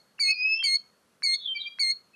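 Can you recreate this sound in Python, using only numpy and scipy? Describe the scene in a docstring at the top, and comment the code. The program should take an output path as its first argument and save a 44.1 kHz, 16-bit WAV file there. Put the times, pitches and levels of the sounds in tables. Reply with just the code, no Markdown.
"""Open stony ground: a shorebird calls four times near the microphone, after the echo of an earlier call.
Each of the four is a double tick, made of tiny ringing pops, then a short clear note built from overtones.
Farther birds whistle and pipe (gliding sine tones) and buzz (a comb of wavering tones) in between.
Echoes from the ground and scrub, made of random scattered returns, trail after every note.
Beneath it all lies a faint outdoor hush of shaped noise."""
import sys
import numpy as np
from scipy import signal
from scipy.io import wavfile
from scipy.ndimage import uniform_filter1d

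SR = 44100
rng = np.random.default_rng(int(sys.argv[2]) if len(sys.argv) > 2 else 0)


def file_out(sig):
    """Save sig as 16-bit WAV at sys.argv[1]."""
    # one column per channel
    cols = np.atleast_2d(sig).T
    # limit, then scale
    lim = np.clip(cols, -1, 1)
    pcm = np.round(lim * 32767).astype(np.int16)
    wavfile.write(sys.argv[1], SR, pcm)


def makeup_ratio(level_db):
    """Linear amplitude ratio for a level in decibels (20 dB per factor of ten)."""
    decades = np.asarray(level_db, float) / 20
    return 10 ** decades


N = 94815
PRE = SR // 2  # samples made ahead of time zero, so that an earlier call can still echo


def read(points, hz, col=1):
    """Reads one column of a table at any frequency, along a logarithmic pitch scale."""
    p = np.array(points, float)
    return np.interp(np.log(hz + 1), np.log(p[:, 0] + 1), p[:, col])


def add(mix, start_s, sound):
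    """Adds a sound to the mix from its start time on."""
    part = mix[PRE + round(start_s * SR):][:len(sound)]
    part += sound[:len(part)]


def smooth(u):
    """A soft step from 0 to 1 while u goes from 0 to 1."""
    return np.sin(np.pi / 2 * np.clip(u, 0, 1)) ** 2


def near_call(length, hz, db, mid2_db, mid3_db, tilt_db):
    """A clean note of whole-number partials; the even ones speak first, all swell when the odd ones join."""
    # level of each partial, from the fundamental up: (level [dB])
    partials_db = [-8.5, 0, -18, -18, -39, -39.5, -45.5]
    # pitch offsets as shares of the held pitch: starts at scoop, peaks, falls to the hold, hooks up, droops
    scoop, peak, hook_up, droop = 0.014, 0.07, 0.026, -0.03
    peak_s, fall_s, hook_s, release_s = 0.01, 0.037, 0.019, 0.012
    jump_s, jump = 0.0021, 0.48  # the even partials jump to this share at once
    odd_late_s, rise_s = 0.0035, 0.005
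    swell_db = 0.5  # gain over the length of the note
    end_dull_db = -1  # change per partial above the third, through the hook

    t = np.arange(0, length + release_s, 1 / SR)
    hook = smooth(1 + (t - length) / hook_s)
    bend = scoop + (peak - scoop) * smooth(t / peak_s)
    bend -= peak * smooth((t - peak_s) / fall_s)
    bend += hook_up * hook + droop * smooth((t - length) / release_s)
    turns = 2 * np.pi * np.cumsum(hz * (1 + bend)) / SR
    arch = np.sin(np.pi * np.clip(t / length, 0, 1) ** 1.4) ** 2
    late = smooth((t - odd_late_s) / rise_s)
    early = jump * smooth(t / jump_s) + (1 - jump) * late
    out = np.zeros(len(t))
    for k, part_db in enumerate(partials_db, 1):
        change_db = {2: mid2_db, 3: mid3_db}.get(k, 0) * arch
        change_db = change_db + (tilt_db + end_dull_db * hook) * max(k - 3, 0)
        rise = late if k % 2 else early
        out += makeup_ratio(part_db + change_db) * rise * np.cos(k * turns)
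    release = smooth((length + release_s - t) / release_s)
    return np.sqrt(2) * makeup_ratio(db + swell_db * t / length) * release * out


def echo(x, bands):
    """Scattered returns: a quick dense tail and a faint long one, coloured by band."""
    long_db, long_t60, start_s = -35.5, 0.73, 0.008  # long tail against the quick one, its fade by 60 dB [s]
    taps = np.zeros(SR)
    slots = np.arange(0, SR - 20, 20)
    # one return in every 20 samples, at a random spot and with a random sign
    taps[slots + rng.integers(0, 20, len(slots))] = rng.choice([-1., 1.], len(slots))
    hz, t, z = signal.stft(taps, SR, nperseg=256)
    t60 = read(bands, hz, col=2)[:, None]
    fade = makeup_ratio(-60 * t / t60) + makeup_ratio(long_db - 60 * t / long_t60)
    colour = makeup_ratio(read(bands, hz))[:, None] / np.sqrt(t60)
    tail = signal.istft(z * fade * colour, SR, nperseg=256)[1]
    tail = tail / np.sqrt(SR / 20 / (2 * np.log(1000)))  # evens out the number of returns
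    delay = np.zeros(round(start_s * SR))
    return signal.fftconvolve(x, np.r_[delay, tail])[:len(x)]


def hush():
    """Steady outdoor noise with faint drifting patches."""
    # colour of the noise, before the whole is set to one level: (frequency [Hz], relative level [dB per Hz])
    noise_colour = [(50, -26.5), (100, -9.5), (150, -9), (195, 1.5), (300, -9.5), (500, -5), (800, -12),
                    (1300, -7.5), (2000, -14.5), (3200, -18), (12000, -23), (13000, -29.5), (16000, -48.5)]
    hush_db, patch_db = -67.5, 1.0  # overall level, usual size of the patches
    frames, hz = N // 256 + 5, np.fft.rfftfreq(1024, 1 / SR)
    a, b, patches = rng.standard_normal((frames, 513, 3)).T
    patches = uniform_filter1d(patches, size=10, axis=0)  # across frequency
    patches = uniform_filter1d(patches, size=12, axis=1)  # across time
    gain = makeup_ratio(read(noise_colour, hz)[:, None] + patch_db * patches / patches.std())
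    x = signal.istft((a + 1j * b) * gain, nperseg=1024, noverlap=768)[1][:N]
    return makeup_ratio(hush_db) * x / x.std()


def note(start, length, from_hz, to_hz, db):
    """A short pure whistle gliding evenly between two pitches."""
    rise_s, fall_s = 0.022, 0.018  # at most; each is held to half the note
    t = np.arange(0, length, 1 / SR)
    shape = smooth(t / min(rise_s, length / 2)) * smooth((length - t) / min(fall_s, length / 2))
    hz = from_hz + (to_hz - from_hz) * t / length
    return start, np.sqrt(2) * makeup_ratio(db) * shape * np.sin(2 * np.pi * np.cumsum(hz) / SR)


def tick(peak_s, db):
    """A short pop in the throat: a few tones that swell and die within milliseconds."""
    # tones of one pop: (frequency [Hz], rise [s], fall [s], level [dB])
    pop_tones = [(2000, .00025, .00045, -2), (5300, .00025, .0004, -17), (1350, .0004, .0006, -16),
                 (680, .0012, .0016, -35)]
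    t = np.arange(-88, 132) / SR
    pop = np.zeros(len(t))
    for hz, rise, fall, part_db in pop_tones:
        shape = np.exp(-(t / np.where(t < 0, rise, fall)) ** 2 / 2)
        pop += makeup_ratio(part_db) * shape * np.cos(2 * np.pi * hz * t)
    return peak_s + t[0], -makeup_ratio(db) * pop


def whistle(rows):
    """A near sine along its curve, with an octave overtone where one is listed."""
    r = np.array(rows, float)
    t = np.arange(r[0, 0], r[-1, 0], 1 / SR)
    # the corners of each curve are rounded off
    hz, *dbs = (uniform_filter1d(np.interp(t, r[:, 0], c), size=200) for c in r.T[1:])
    turns = 2 * np.pi * np.cumsum(hz) / SR
    ends = smooth((t - t[0]) / 0.009) * smooth((t[-1] - t) / 0.014)
    tone = sum(makeup_ratio(db) * np.sin(k * turns) for k, db in enumerate(dbs, 1))
    return t[0], np.sqrt(2) * ends * tone


def buzz(peak_s, rise, fall, hz, width, db):
    """A fast rattle heard as a comb of wavering, fluttering lines, loudest near its centre."""
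    # lines of the comb: (frequency [Hz])
    comb_hz = [3435, 3640, 3830, 3975]
    waver_hz, flutter_db = 7, 3.5  # usual size of the random pitch and level changes
    t = np.arange(-.1, .12, 1 / SR)
    out = np.zeros(len(t))
    for line in comb_hz:
        drift = rng.standard_normal((len(t), 2))
        for _ in range(2):
            drift = uniform_filter1d(drift, size=250, axis=0)
        waver, flutter = (drift / drift.std(axis=0)).T
        turns = 2 * np.pi * np.cumsum(line + waver_hz * waver) / SR
        nearness = np.exp(-((line - hz) / width) ** 2)
        out += makeup_ratio(flutter_db * flutter) * nearness * np.sin(turns)
    shape = np.exp(-(t / np.where(t < 0, rise, fall)) ** 2)
    return peak_s + t[0], makeup_ratio(db) * shape * out


def scene():
    """Places the near and far birds, gives each group its echo and lays the hush beneath."""
    # near calls, the first over before time zero and heard only as echo: (start [s], length [s],
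    # held pitch [Hz], level [dB], mid-call change of partial 2 [dB], of partial 3 [dB],
    # treble tilt [dB per partial above the third])
    near_rows = [(-.22, .12, 2150, -26, -1, -1, -.1), (.1955, .116, 2163, -25, 2, -2, -.1),
                 (.6335, .122, 2146, -24, -6, -2, .3), (1.2293, .12, 2128, -25, -1, -7, -.1),
                 (1.7925, .12, 2120, -25, 1, -9, -.3)]
    # throat pops before the calls: (peak time [s], level [dB])
    tick_rows = [(.1908, -42), (.1926, -30), (.6276, -31), (.6295, -36), (1.2232, -30), (1.225, -35),
                 (1.7874, -30), (1.7893, -36)]
    # short far whistles: (start [s], length [s], first pitch [Hz], last pitch [Hz], level [dB])
    note_rows = [(0.181, 0.012, 2930, 2470, -48), (1.438, 0.049, 3130, 3320, -49.5),
                 (1.542, 0.046, 2367, 2300, -33), (1.649, 0.045, 2353, 2387, -35.5),
                 (1.546, 0.046, 4813, 4350, -38), (1.657, 0.041, 4650, 4754, -44),
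                 (2.128, .06, 2567, 2662, -54)]
    # far whistles that swell and bend, one list of points each:
    # (time [s], pitch [Hz], level [dB], octave overtone level [dB] where there is one)
    whistle_curves = [
        [(.228, 2600, -62.5, -90), (.268, 2570, -45, -72), (.281, 2500, -28, -56), (.293, 2570, -24, -49),
         (.312, 2577, -22, -39.5), (.34, 2505, -28.5, -47.5)],
        [(.336, 2415, -45.5, -47.5), (.428, 2510, -25.5, -35), (.476, 2576, -23.5, -43),
         (.54, 2614, -25, -29.5), (.57, 2654, -33.5, -38.5), (.605, 2691, -29, -63.5),
         (.632, 2680, -50.5, -72.5)],
        [(.548, 3100, -61.5), (.59, 3200, -53.5), (.604, 3213, -32), (.651, 3128, -32), (.662, 3150, -51.5),
         (.75, 3200, -65)],
        [(1.47, 3190, -43), (1.484, 3173, -29.5), (1.535, 3118, -32), (1.558, 3140, -46.5),
         (1.578, 3140, -40.5), (1.606, 3172, -38), (1.62, 3256, -50), (1.664, 3197, -35.5), (1.69, 3200, -59.5),
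         (1.72, 3276, -48), (1.88, 3244, -81.5)],
    ]
    # far buzzy notes: (peak time [s], rise [s], fall [s], centre [Hz], width [Hz], level [dB])
    buzz_rows = [(1.343, 0.0066, 0.011, 3670, 400, -35.5), (1.325, 0.015, 0.06, 3500, 330, -50.5),
                 (1.43, 0.031, 0.052, 3520, 322, -41), (1.462, 0.0047, 0.0054, 3440, 119, -27.5),
                 (1.476, 0.0029, 0.0066, 3380, 150, -34), (1.617, 0.015, 0.015, 3850, 199, -37.5),
                 (1.641, 0.04, 0.036, 3470, 350, -50)]
    # echo of the near bird: (frequency [Hz], level [dB], time to fade by 60 dB [s])
    near_echo = [(2000, -28.5, 0.22), (3200, -18.5, 0.56), (4470, -5, 0.1), (6255, -23.5, 0.45),
                 (9100, -24, 0.17)]
    # echo of the far birds: (frequency [Hz], level [dB], time to fade by 60 dB [s])
    far_echo = [(2300, -10, 0.18), (3200, -14.5, 0.37), (4840, -10, 0.33)]

    near, far = np.zeros((2, PRE + N))
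    for start_s, *row in near_rows:
        add(near, start_s, near_call(*row))
    for row in note_rows:
        add(far, *note(*row))
    for row in tick_rows:
        add(near, *tick(*row))
    for rows in whistle_curves:
        add(far, *whistle(rows))
    for row in buzz_rows:
        add(far, *buzz(*row))
    birds = near + echo(near, near_echo) + far + echo(far, far_echo)
    return (birds[PRE:] + hush())[None]


def top_cut(x):
    """Nothing passes above the cut-off."""
    return signal.sosfilt(signal.butter(12, 15300, fs=SR, output="sos"), x)


def record(dry):
    """Takes away the treble above about 15 kHz and finishes the mix."""
    low_pass = signal.firwin(401, 15250, window=("kaiser", 8), fs=SR)[None]
    finished = signal.oaconvolve(dry, low_pass, "same")
    return top_cut(finished)


dry = scene()
out = record(dry)
file_out(out)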